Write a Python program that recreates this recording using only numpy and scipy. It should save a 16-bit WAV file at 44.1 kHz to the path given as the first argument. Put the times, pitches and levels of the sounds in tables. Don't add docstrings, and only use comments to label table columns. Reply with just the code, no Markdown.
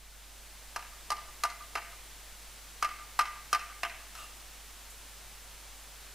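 import sys
import numpy as np
from scipy import signal
from scipy.fft import rfft, irfft, next_fast_len
from scipy.io import wavfile

SR = 44100
rng = np.random.default_rng(int(sys.argv[2]) if len(sys.argv) > 2 else 0)


def digitize_waveform(pressure):
    field = np.atleast_2d(pressure).T
    bounded = np.clip(field, -1, 1)
    quanta = np.round(bounded * 32767).astype(np.int16)
    wavfile.write(sys.argv[1], SR, quanta)


N = 270774

# start/s, held/s, level/dB
STROKE = (4.15, 0.085, -48)


def taps():
    blows = [(0.761, -33.5, 0.5, 5, -1.5, 2.5, 0.031, -11.5), (1.1032, -33.5, 4, 9, 1, 7, 0.014, -1.5),
             (1.4357, -27, 0, 8, -2.5, 4.5, 0.016, -8), (1.7535, -29, 1.5, -2, 0, -2.5, 0.018, -3.5),
             (2.8252, -28.5, -1.5, 8.5, 2, 3.5, 0.02, -3), (3.1907, -23.5, -2, 9, 0, 2, .0177, -7),
             (3.5289, -24, -3.5, 7, 0.5, 3, 0.018, -4.5), (3.8327, -26.5, -1.5, -4, 2, -4, 0.017, -5)]
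    tracks = [np.zeros(N) for _ in blows]
    for track, (start_s, db, *colour_db, flight_s, rebound_db) in zip(tracks, blows):
        add(track, start_s, tap(db, colour_db, flight_s, rebound_db))
    return tracks


def tap(db, colour_db, flight_s, rebound_db, bounces=2, flight_ratio=0.49, loss_db=9):
    # knock/dB, note/dB, clack/dB, edge/dB
    softening_db = (-2.5, 0.5, -.5, -2)
    sound, since_s = np.zeros(SR // 3), 0
    add(sound, 0, amp(db) * contact(0, *colour_db))
    for k in range(bounces):
        since_s += flight_s * flight_ratio ** k
        rebound = contact(since_s, *np.add(colour_db, softening_db))
        add(sound, since_s, amp(db + rebound_db - loss_db * k) * rebound)
    return sound


def contact(since_s, knock_db, note_db, clack_db, edge_db, crack_db=-1, attack_s=0.00035, low_hz=300):
    # f/Hz, level/dB, t60/s
    main_note = (1201, -1.6, 0.086)
    # f/Hz, level/dB, t60/s
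    modes = [(691.6, -10, .11), (760, -9, 0.047), (847, -13, 0.098), (959, -10, 0.11), (1055, -13, 0.07),
             (1268, -3.5, 0.06), (1297, -4, 0.054), (1433, -20, 0.04), (1532, -10, 0.099),
             (1620, -8, 0.032), (2025, -10.5, 0.042), (2106, -12.5, 0.044), (2564, -13, 0.052),
             (2710, -9, 0.037), (2920, -14.5, 0.017), (4070, -22, 0.043), (4830, -13, 0.03),
             (5330, -14.5, 0.076), (6300, -17.5, 0.042), (8200, -13, 0.028), (10280, -16.5, 0.06),
             (11280, -16.5, 0.029), (13200, -18, .03)]
    # f/Hz, relative density/dB
    crack_spectrum = [(100, -10), (280, -8.5), (560, -9.5), (720, 3.5), (1300, 3.5), (1850, 2.5), (3100, 1),
                      (3400, -8), (3650, -8.5), (4000, -1), (5800, -2.5), (7200, -9.5), (9300, -13.5),
                      (11000, -11), (16000, -27)]
    # f/Hz, t60/s
    crack_decay = [(300, 0.14), (1000, 0.12), (2500, 0.085), (5000, 0.045), (12000, 0.055)]
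    t = np.arange(SR // 4) / SR
    colour = [(950, knock_db), (1250, 0.24 * note_db), (1550, 0.5),
              (2000, clack_db), (3300, clack_db), (4000, edge_db)]
    main_hz, main_db, main_t60_s = main_note
    ring = amp(main_db + note_db) * fade(t, main_t60_s) * np.sin(2 * np.pi * main_hz * (t + since_s))
    for hz, db, t60_s in modes:
        level_db = db + along(colour, hz) + 1.5 * rng.normal()
        pitch_hz = hz * (1 + 0.005 * rng.normal())
        ring += amp(level_db) * fade(t, t60_s) * np.sin(2 * np.pi * (pitch_hz * t + rng.random()))
    grit = filtered(dying_noise(crack_spectrum, crack_decay, len(t)), lambda hz: amp(along(colour, hz)))
    bite = 1 + 0.46 * fade(t + since_s, t60_s=0.01)
    blow = (ring + amp(crack_db) * bite * grit) * (1 - np.exp(-t / attack_s))
    return signal.sosfilt(signal.butter(4, low_hz, "high", fs=SR, output="sos"), blow)


def scrape(grain_spread_db=3, sand_db=-18, brick_db=-7):
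    # f/Hz, width/Hz, level/dB
    blade_modes = [(1220, 62, 4.5), (3660, 41, -8), (5100, 41, -9), (6500, 73, -9), (7880, 55, -4),
                   (9660, 36, -5)]
    # first f/Hz, last f/Hz, width/Hz, level/dB
    rising_note = (2590, 2760, 78, -0.5)
    # t/s, level/dB
    catches = [(4.1518, -44), (4.1663, -50)]
    grain_sizes = np.repeat(rng.standard_normal(N // 32 + 1), 32)[:N]
    grains = rng.standard_normal(N) * amp(grain_spread_db * grain_sizes)
    rub = grains * pressure()
    bands = blade_modes + [(675, 39, brick_db), (2000, 4400, sand_db)]
    body = lambda f: sum(amp(db) * resonance(f, hz, width_hz) for hz, width_hz, db in bands)
    first_hz, last_hz, width_hz, slide_db = rising_note
    start_s, held_s, _ = STROKE
    progress = np.clip((np.arange(N) / SR - start_s) / held_s, 0, 1)
    slide = filtered(rub * (1 - progress), lambda f: resonance(f, first_hz, width_hz))
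    slide += filtered(rub * progress, lambda f: resonance(f, last_hz, width_hz))
    track = (filtered(rub, body) + amp(slide_db) * slide) / np.std(filtered(grains, body))
    for catch_s, db in catches:
        add(track, catch_s, amp(db) * contact(0, knock_db=-6, note_db=-10, clack_db=-3, edge_db=4.5))
    return track


def pressure(rise_s=0.037, release_t60_s=0.15):
    start_s, held_s, db = STROKE
    t = np.arange(N) / SR - start_s
    return amp(db) * np.clip(t / rise_s, 0, 1) * fade(np.maximum(t - held_s, 0), release_t60_s)


def lift_tick(t60_s=0.13, attack_s=0.0027, top_hz=13000):
    # t/s, level/dB, lowest f/Hz
    ticks = [(4.897, -47, 6500)]
    track, t = np.zeros(N), np.arange(SR // 8) / SR
    for start_s, db, low_hz in ticks:
        grit = unit(filtered(rng.standard_normal(len(t)), lambda hz: (hz > low_hz) * (hz < top_hz)))
        add(track, start_s, amp(db) * grit * fade(t, t60_s) * (1 - np.exp(-t / attack_s)))
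    return track


def garden_echoes(x, tail_db=-19, onset_s=0.033, fringe_t60_s=0.038, fringe_db=-4):
    # delay/s, level/dB, centre f/Hz, width/Hz
    echoes = [(0.0638, -15, 2430, 4400), (0.088, -26.5, 1800, 3500), (.112, -24.5, 2200, 3000),
              (.161, -25, 2393, 2000), (0.1695, -23.5, 1220, 500)]
    # f/Hz, relative density/dB
    tail_spectrum = [(200, -16), (600, 4.5), (700, 5.5), (850, -4), (1300, -3.5), (2100, 7.5), (3200, 2.5),
                     (5000, -4), (12000, -10)]
    # f/Hz, t60/s
    tail_decay = [(200, 0.54), (700, 0.69), (2200, 0.76), (5000, 0.4), (12000, 0.057)]
    t = np.arange(SR // 2) / SR
    tail = dying_noise(tail_spectrum, tail_decay, len(t)) * (1 - np.exp(-t / onset_s))
    response = amp(tail_db) * tail / np.linalg.norm(tail)
    for delay_s, db, centre_hz, width_hz in echoes:
        fringe = rng.standard_normal(len(t)) * fade(t, fringe_t60_s)
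        echo = (t == 0) + amp(fringe_db) * fringe / np.linalg.norm(fringe)
        add(response, delay_s, amp(db) * filtered(echo, lambda hz: resonance(hz, centre_hz, width_hz)))
    return signal.fftconvolve(x, response)[:N]


def microphone_pair(x, lag_us=18):
    return filtered(x, lambda hz: np.exp(np.pi * hz * lag_us / 1e6 * np.array([[-1j], [1j]])))


def hiss(level_db=-52, start_offset_db=-5, swell_s=0.36):
    # f/Hz, relative density/dB
    spectrum = [(20, -3.5), (40, -22), (80, -19), (160, -23), (300, -23.5), (500, -22.5), (700, -20),
                (1600, -20), (3200, -20.5), (5000, -22), (8000, -23.5), (12000, -27), (15000, -30.5),
                (16000, -33)]
    # f/Hz, left-right correlation
    correlation = [(60, 0.87), (150, 0.99), (300, .99), (950, 1), (3000, 1), (4800, 0.88), (15000, -0.42)]
    side_gain = lambda hz: np.tan(np.arccos(np.clip(along(correlation, hz), -0.9, 1)) / 2)
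    shape = lambda hz: amp(along(spectrum, hz)) * np.array([np.ones_like(hz), side_gain(hz)])
    mid, side = filtered(rng.standard_normal((2, N)), shape)
    stereo = np.array([mid + side, mid - side]) / np.std(filtered(mid, lambda hz: hz > 300))
    t = np.arange(N) / SR
    return stereo * amp(level_db + start_offset_db * np.exp(-t / swell_s))


def mains_hum(left_db=-4.3, right_db=-1.4):
    # f/Hz, rms level/dB before the channel gains
    tones = [(50, -53), (120.5, -75.5)]
    t = np.arange(N) / SR
    hum = sum(amp(db) * np.sqrt(2) * np.sin(2 * np.pi * hz * t) for hz, db in tones)
    return hum * amp([[left_db], [right_db]])


def dying_noise(spectrum, decay, size):
    noise = unit(filtered(rng.standard_normal(size), lambda hz: amp(along(spectrum, hz))))
    hz, t, bins = signal.stft(noise, SR, nperseg=128)
    return signal.istft(bins * fade(t, along(decay, hz)[:, None]), SR)[1][:size]


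def resonance(f, centre_hz, width_hz):
    return 1j * f * width_hz / (centre_hz ** 2 - f * f + 1j * f * width_hz)


def filtered(x, response):
    size = x.shape[-1]
    padded = next_fast_len(size + 8192)
    return irfft(rfft(x, padded) * response(np.fft.rfftfreq(padded, 1 / SR)), padded)[..., :size]


def along(points, hz):
    f, values = np.transpose(points)
    return np.interp(np.log(hz + 1), np.log(f), values)


def add(track, start_s, sound):
    part = track[..., round(start_s * SR):][..., :sound.shape[-1]]
    part += sound[..., :part.shape[-1]]


def fade(t, t60_s):
    return np.exp(-np.log(1000) * t / t60_s)


def amp(db):
    return 10 ** (np.asarray(db) / 20)


def unit(x):
    return x / np.sqrt(np.mean(x ** 2) + 1e-20)


def scene():
    trowel = sum(x + garden_echoes(x) for x in taps() + [scrape() + lift_tick()])
    return microphone_pair(trowel) + hiss() + mains_hum()


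def record(dry):
    return filtered(dry, lambda hz: hz < 15600)


dry = scene()
out = record(dry)
digitize_waveform(out)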